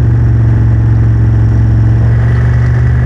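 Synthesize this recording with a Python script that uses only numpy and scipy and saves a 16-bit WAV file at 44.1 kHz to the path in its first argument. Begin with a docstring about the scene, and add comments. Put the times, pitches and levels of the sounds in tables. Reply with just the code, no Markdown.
"""Quad bike on a muddy track, from the saddle

A twin-cylinder quad rolls along at a nearly steady speed. The exhaust drones on orders of the engine cycle;
shaped noise swelling once or more a cycle makes the block's clatter, the intake's rasp and the valves' ticks.
Resonances struck twice a cycle clack. After two seconds the microphone swings round to face ahead, the engine
picks up and its rasp comes forward. Coloured noise gives grassy, gritty tyres, flicks, jolts and light wind."""
import sys
import numpy as np
from scipy import signal
from scipy.fft import rfft, irfft, next_fast_len
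from scipy.io import wavfile
from scipy.ndimage import uniform_filter1d, minimum_filter1d

SR = 44100
rng = np.random.default_rng(int(sys.argv[2]) if len(sys.argv) > 2 else 0)


def unload_audio(sound):
    """Save the sound as a 16-bit wav file, at the path given as the first command line argument."""
    columns = np.transpose(np.atleast_2d(sound))
    # keep every value between -1 and 1, then stretch to whole-number steps
    steps = np.round(np.clip(columns, -1, 1) * 32767)
    wavfile.write(sys.argv[1], SR, steps.astype(np.int16))


N = 134505
T = np.arange(N) / SR  # time of every sample [s]

# Intake rasp, coming forward with the swing; the clack follows it: (time [s], level [dB])
INTAKE_LEVEL = [(0, -41), (2.03, -44), (2.13, -33), (2.3, -30.5), (2.65, -28.5), (3.05, -30)]


def from_db(db):
    """Decibels to gain."""
    return 10 ** (np.asarray(db) / 20)


def rms_one(x):
    """Scale to unit power."""
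    return x / np.sqrt(np.mean(x ** 2) + 1e-20)


def in_time(rows):
    """Join the points of a control curve with straight lines, at every sample."""
    return np.interp(T, *np.transpose(rows))


def drift(rate_hz):
    """Slow random wandering with spread 1: noise through a double low-pass at the given rate."""
    step = 40  # samples between the points of the slow curve
    r = np.exp(-2 * np.pi * rate_hz * step / SR)
    noise = rng.standard_normal(N // step + 2002)
    slow = signal.lfilter([1], [1, -2 * r, r * r], noise)[2000:]  # the filter has settled by here
    return np.interp(np.arange(N) / step, np.arange(len(slow)), rms_one(slow))


def colour(x, points):
    """Shape a sound by a smooth spectrum, interpolated over log frequency; unit power."""
    hz, db = np.transpose(points)
    size = next_fast_len(N + SR)
    bins_hz = np.maximum(np.arange(size // 2 + 1) * SR / size, 1)
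    gain = from_db(np.interp(np.log(bins_hz), np.log(hz), db))
    return rms_one(irfft(rfft(x, size) * gain, size)[:N])


def resonate(x, hz, width_hz):
    """One two-pole resonance with gain of about 1 on top."""
    r = np.exp(-np.pi * width_hz / SR)
    feed = np.array([1, 0, -1]) * (1 - r * r) / 2
    return signal.lfilter(feed, [1, -2 * r * np.cos(2 * np.pi * hz / SR), r * r], x)


def body(x, modes):
    """Parallel resonances, each passed twice for steep sides; unit power."""
    parts = 0
    for hz, width_hz, db in modes:
        once = resonate(x, hz, width_hz)
        parts = parts + from_db(db) * resonate(once, hz, width_hz)
    return rms_one(parts)


def bursts(turn, table, repeat, spread_db):
    """Noise that swells at set places in the cycle, partly alike from one cycle to the next."""
    size = 2048  # points in the noise pattern that every cycle repeats
    repeat = np.clip(repeat, 0, 1)
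    pattern = rms_one(irfft(np.exp(2j * np.pi * rng.random(size // 2 + 1))))
    alike = pattern[(turn % 1 * size).astype(int)]
    power = 1  # steady floor under the swells
    for place, width, db in table:
        since = turn - place + .5
        cycle = np.floor(since).astype(int) + 2
        strength = from_db(db + spread_db * rng.standard_normal(128)[cycle])
        power = power + strength ** 2 * np.exp(-.5 * ((since % 1 - .5) / width) ** 2)
    noise = np.sqrt(repeat) * alike + np.sqrt(1 - repeat) * rng.standard_normal(N)
    return np.sqrt(power) * noise


def blend(ahead, behind_db, ahead_db):
    """Gain as the microphone swings round."""
    return (1 - ahead) * from_db(behind_db) + ahead * from_db(ahead_db)


def exhaust(turn, ahead):
    """Orders of the cycle: third to fifth boom together in the silencer, the rest bunch at the firings."""
    # Exhaust lines before and after the swing: (multiple of the cycle rate, relative level [dB])
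    behind_db = dict([(2, -17.5), (3, -5), (4, -19.5), (5, 1), (6, -19), (7, -20), (8, -25.5), (9, -22.5),
                      (10, -19.5), (11, -22), (12, -27.5), (13, -27), (14, -19), (15, -28), (16, -41.5),
                      (17, -36.5), (18, -34.5), (19, -33.5), (21, -38), (25, -37.5), (28, -41), (30, -36),
                      (34, -37), (38, -36)])
    ahead_db = dict([(2, -18.5), (3, -4.5), (4, -15.5), (5, 0.7), (6, -26), (7, -18), (8, -39), (9, -20),
                     (10, -25.5), (11, -27.5), (13, -31.5), (15, -27.5), (17, -32.5), (18, -45), (22, -33),
                     (29, -34.5), (33, -40), (36, -38)])
    # Two uneven firings, each followed by its echo in the pipe: (place [cycles], weight [dB])
    firing_places = [(0.24, 1.5), (0.358, 5), (0.719, 0), (0.841, -1.5)]
    exhaust_db = -8  # rms level of a line standing at 0 dB in its list
    boom_waver_db, overtone_waver_db, waver_hz = 0.45, 1.0, 11
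    wander_rad = 0.25  # each overtone slips to and fro
    smear_rad, middle_order = 0.07, 12.99  # the pipe spreads each pulse; this order arrives on time
    out = 0
    for k in sorted({*behind_db, *ahead_db}):
        booms = 3 <= k <= 5
        waver = from_db((boom_waver_db if booms else overtone_waver_db) * drift(waver_hz))
        gain = blend(ahead, behind_db.get(k, -np.inf), ahead_db.get(k, -np.inf))
        if booms:
            lead = np.pi
        else:
            firings = sum(from_db(db) * np.exp(-2j * np.pi * k * place) for place, db in firing_places)
            smear = smear_rad * (k - middle_order) ** 2
            lead = np.angle(firings) - smear + wander_rad * drift(waver_hz)
        out = out + gain * waver * np.cos(2 * np.pi * k * turn + lead)
    return np.sqrt(2) * from_db(exhaust_db) * out


def block(turn, ahead):
    """Firings and pistons knock through the block and bodywork: coloured bursts in every cycle."""
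    # Knocks within a cycle: (place [cycles], width [cycles], level over the floor [dB])
    knocks = [(0.22, 0.021, 7), (0.37, 0.075, 3), (0.75, 0.13, 3.5), (0.02, 0.021, 0.5)]
    # Spectrum of the clatter: (frequency [Hz], relative level per Hz [dB])
    clatter = [(130, -11.5), (250, -4.5), (320, -5.5), (410, -4), (500, -8.5), (660, -8), (730, -10.5),
               (860, -8), (970, -14.5), (1080, -10.5), (1250, -17), (1380, -14.5), (1520, -11), (1930, -14),
               (2100, -25.5), (2600, -27.5), (3050, -30.5), (4000, -39), (7000, -40.5), (8200, -46.5),
               (10700, -49), (12500, -72), (15000, -79)]
    knocking = bursts(turn, knocks, repeat=.6, spread_db=1.5)
    return blend(ahead, behind_db=-28, ahead_db=-26) * colour(knocking, clatter)


def intake(turn):
    """Gulps of air rasp in the airbox: bursts of noise ring its resonances."""
    # Gulps within a cycle: (place [cycles], width [cycles], level over the floor [dB])
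    gulps = [(0.53, 0.06, 3.5), (0.97, 0.043, 6.5), (0.2, 0.041, 2), (.4, 0.021, 3)]
    # Intake resonances: (frequency [Hz], width [Hz], relative level [dB])
    airbox = [(675, 150, -7), (1255, 100, -0.5), (1547, 210, -1.5), (1667, 65, 4.5), (1791, 95, 3),
              (1942, 67, 6), (2120, 160, -6.5), (2890, 3300, -31)]
    gulping = bursts(turn, gulps, repeat=0.62, spread_db=1.0)
    return from_db(in_time(INTAKE_LEVEL)) * body(gulping, airbox)


def clack(turn, ahead):
    """A quick double tap of the engine once a cycle rings two resonances; it comes forward with the rasp."""
    # Taps within a cycle: (place [cycles], relative level [dB])
    tap_places = [(0.542, 2), (.628, -8)]
    # What the taps ring: (frequency [Hz], width [Hz], relative level [dB])
    ring = [(1258, 160, -1.5), (1737, 290, -0.5)]
    clack_db, spread_db = -4, 1.1  # level against the rasp; change from tap to tap
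    lag_behind, jitter = 0.14, 0.00086  # later before the swing; unevenness [cycles]
    taps = 0
    for place, db in tap_places:
        phase = turn - place - lag_behind * (1 - ahead) + jitter * drift(20)
        struck = np.diff(np.floor(phase), prepend=np.nan) > 0
        taps = taps + struck * from_db(db + spread_db * rng.standard_normal(N))
    return from_db(in_time(INTAKE_LEVEL) + clack_db) * body(taps + 1e-18, ring)


def valves(turn):
    """Valve gear chatters with a thin metallic ring that slides down in the swing, then a broader one takes over."""
    # Ticks within a cycle, before and after: (place [cycles], width [cycles], level over the floor [dB])
    ticks_behind = [(.07, 0.018, 9), (.17, 0.035, 8.5), (0.71, 0.04, 7.5), (.83, .02, 6.5)]
    ticks_ahead = [(.08, .035, 8), (.655, 0.033, 11), (.76, .05, 6), (.98, .02, 3.4)]
    # Ring before the slide, and the broader ring: (frequency [Hz], width [Hz], relative level [dB])
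    ring_behind = [(5170, 200, -11), (5524, 570, -2), (5640, 87, -7), (6500, 900, -13.5)]
    ring_ahead = [(5030, 470, 4.5), (5510, 490, 8), (5980, 550, 3), (6670, 750, -4.5)]
    # Valve chatter: (time [s], level [dB])
    chatter_level = [(0, -55), (1.2, -53.5), (1.6, -51.5), (2.1, -51.5), (2.4, -52.5), (2.6, -46),
                     (2.88, -48), (3.05, -57)]
    slide_s, slide_length_s, drop_hz = 2.0, 0.13, 363
    repeat, spread_db = 0.28, 1.2
    progress = (T - slide_s) / slide_length_s
    slide = np.clip(progress, 0, 1)
    broad = np.clip(progress - 1, 0, 1)
    thin = body(bursts(turn, ticks_behind, repeat, spread_db), ring_behind)
    # shift every frequency down by the same number of Hz
    thin = np.real(signal.hilbert(thin) * np.exp(-2j * np.pi * drop_hz * np.cumsum(slide) / SR))
    front = body(bursts(turn, ticks_ahead, repeat, spread_db), ring_ahead)
    return from_db(in_time(chatter_level)) * (np.sqrt(1 - broad) * thin + np.sqrt(broad) * front)


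def tyres():
    """Swish of grass as coloured noise, with grains of grit as random clicks."""
    # Tyres in grass and grit: (time [s], level [dB])
    tyre_level = [(0, -59), (1.3, -55.5), (2.05, -52.5), (2.36, -44.5), (2.66, -47.5), (3.05, -51)]
    # Spectrum of the swish: (frequency [Hz], relative level per Hz [dB])
    swish = [(1500, -11.5), (3100, 10), (4000, -4.5), (5000, -4.5), (6700, -7.5), (8100, -16.5),
             (9500, -10), (11200, -14.5), (12300, -29.5), (15500, -37.5)]
    grit_per_s, grit_spread_db = 360, 3.5
    grit_share = np.clip(0.35, 0, 1)  # share of the power
    flutter_db, flutter_hz = 1.3, 16  # tufts brush past unevenly
    falls = rng.random(N) < grit_per_s / SR
    size_db = grit_spread_db * np.minimum(rng.exponential(1, N), 2)
    grit = falls * rng.choice([-1, 1], N) * from_db(size_db)
    mix = np.sqrt(grit_share) * rms_one(grit) + np.sqrt(1 - grit_share) * rng.standard_normal(N)
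    level_db = in_time(tyre_level) + flutter_db * drift(flutter_hz)
    return from_db(level_db) * colour(mix, swish)


def wind():
    """Low buffeting on the microphone: coloured noise."""
    # Wind on the microphone: (time [s], level [dB])
    wind_level = [(0, -16.5), (1.1, -20.5), (1.5, -21), (1.8, -19.5), (2.7, -17), (2.95, -12.5),
                  (3.05, -18)]
    # Spectrum of the buffeting: (frequency [Hz], relative level per Hz [dB])
    buffeting = [(15, -30.5), (33, -15.5), (55, -2), (85, 7), (125, 0.5), (170, -14), (400, -19),
                 (900, -70)]
    return from_db(in_time(wind_level)) * colour(rng.standard_normal(N), buffeting)


def swell(s, length_s, db, hz, width_hz):
    """A soft bell-shaped puff of noise in one resonance; length_s is the bell's standard deviation."""
    shape = np.exp(-.5 * ((T - s) / length_s) ** 2)
    puff = shape * body(rng.standard_normal(N), [(hz, width_hz, 0)])
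    return from_db(db) * np.sqrt(np.mean(shape ** 2)) * rms_one(puff)


def jolts():
    """Soft low thuds as ruts jolt the bike: short puffs of low noise."""
    # Jolts: (time [s], level [dB], thud [Hz])
    ruts = [(0.098, -15, 85), (0.188, -18.5, 70), (.54, -24, 85), (1.482, -11.5, 80), (1.558, -12, 75),
            (1.656, -16, 90), (2.026, -12.5, 160), (2.941, -12.5, 85)]
    return sum(swell(s, 0.0058, db, hz, width_hz=89) for s, db, hz in ruts)


def flicks():
    """Stalks and stones flick against the bike: short bright scuffs of resonant noise that die at once."""
    # Flicks: (time [s], level [dB], ring [Hz], width [Hz])
    scuffs = [(0.95, -43, 4200, 2180), (1.487, -43, 5000, 3500), (1.574, -44, 4700, 3000),
              (2.156, -50, 5550, 1200), (2.35, -38.5, 4300, 700), (2.368, -47, 5000, 700),
              (2.452, -50, 6500, 5000), (2.598, -43, 4200, 2500), (2.66, -37, 4200, 3500),
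              (2.787, -50, 6000, 4000), (2.867, -44, 5500, 5070)]
    rise_s, decay_s = .002, 0.0076
    out = 0
    for s, db, hz, width_hz in scuffs:
        rise = np.clip((T - s) / rise_s, 0, 1)
        decay = np.exp(-np.abs(T - s - rise_s) / decay_s)
        out = out + from_db(db) * rise * decay * body(rng.standard_normal(N), [(hz, width_hz, 0)])
    return out


def rustle():
    """A dull rustle as the microphone swings: one longer puff of noise."""
    return swell(2.06, length_s=0.11, db=-29, hz=457, width_hz=410)


def scene():
    """One crankshaft drives all the engine layers; tyres, jolts and wind lie underneath."""
    # Engine speed: (time [s], four-stroke cycles per second [Hz])
    speed = [(0.0, 23.355), (0.25, 23.011), (0.55, 22.556), (1.0, 22.385), (1.4, 22.164), (1.85, 22.214),
             (2.1, 22.802), (2.35, 23.617), (2.7, 23.921), (3.05, 24.376)]
    start_turn = .103  # place in the engine cycle at the start [cycles]
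    jitter_cycles, jitter_hz = .003, 12  # the crank runs slightly unevenly
    swing_s, swing_length_s = 2.076, 0.28  # middle and length of the microphone's swing
    turn = start_turn + np.cumsum(in_time(speed)) / SR + jitter_cycles * drift(jitter_hz)
    ahead = np.clip((T - swing_s) / swing_length_s + .5, 0, 1)  # 0 before the swing, 1 after
    engine = exhaust(turn, ahead) + block(turn, ahead) + intake(turn) + clack(turn, ahead) + valves(turn)
    return (engine + tyres() + wind() + jolts() + flicks() + rustle())[None]


def record(dry):
    """The deepest rumble is cut, a fast limiter holds the peaks down, the top is cut."""
    low_cut_hz, top_cut_hz = 12, 15700
    ceiling, limiter_s = .84, 0.032
    low_cut = signal.butter(1, low_cut_hz, "high", fs=SR, output="sos")
    dry = signal.sosfiltfilt(low_cut, dry, padtype="even", padlen=SR // 10)
    size = max(int(limiter_s * SR), 1)
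    needed = ceiling / np.maximum(np.abs(dry), ceiling)
    gain = uniform_filter1d(minimum_filter1d(needed, size), size)
    top_cut = signal.cheby2(12, 70, top_cut_hz, fs=SR, output="sos")
    return signal.sosfiltfilt(top_cut, dry * gain)


dry = scene()
out = record(dry)
unload_audio(out)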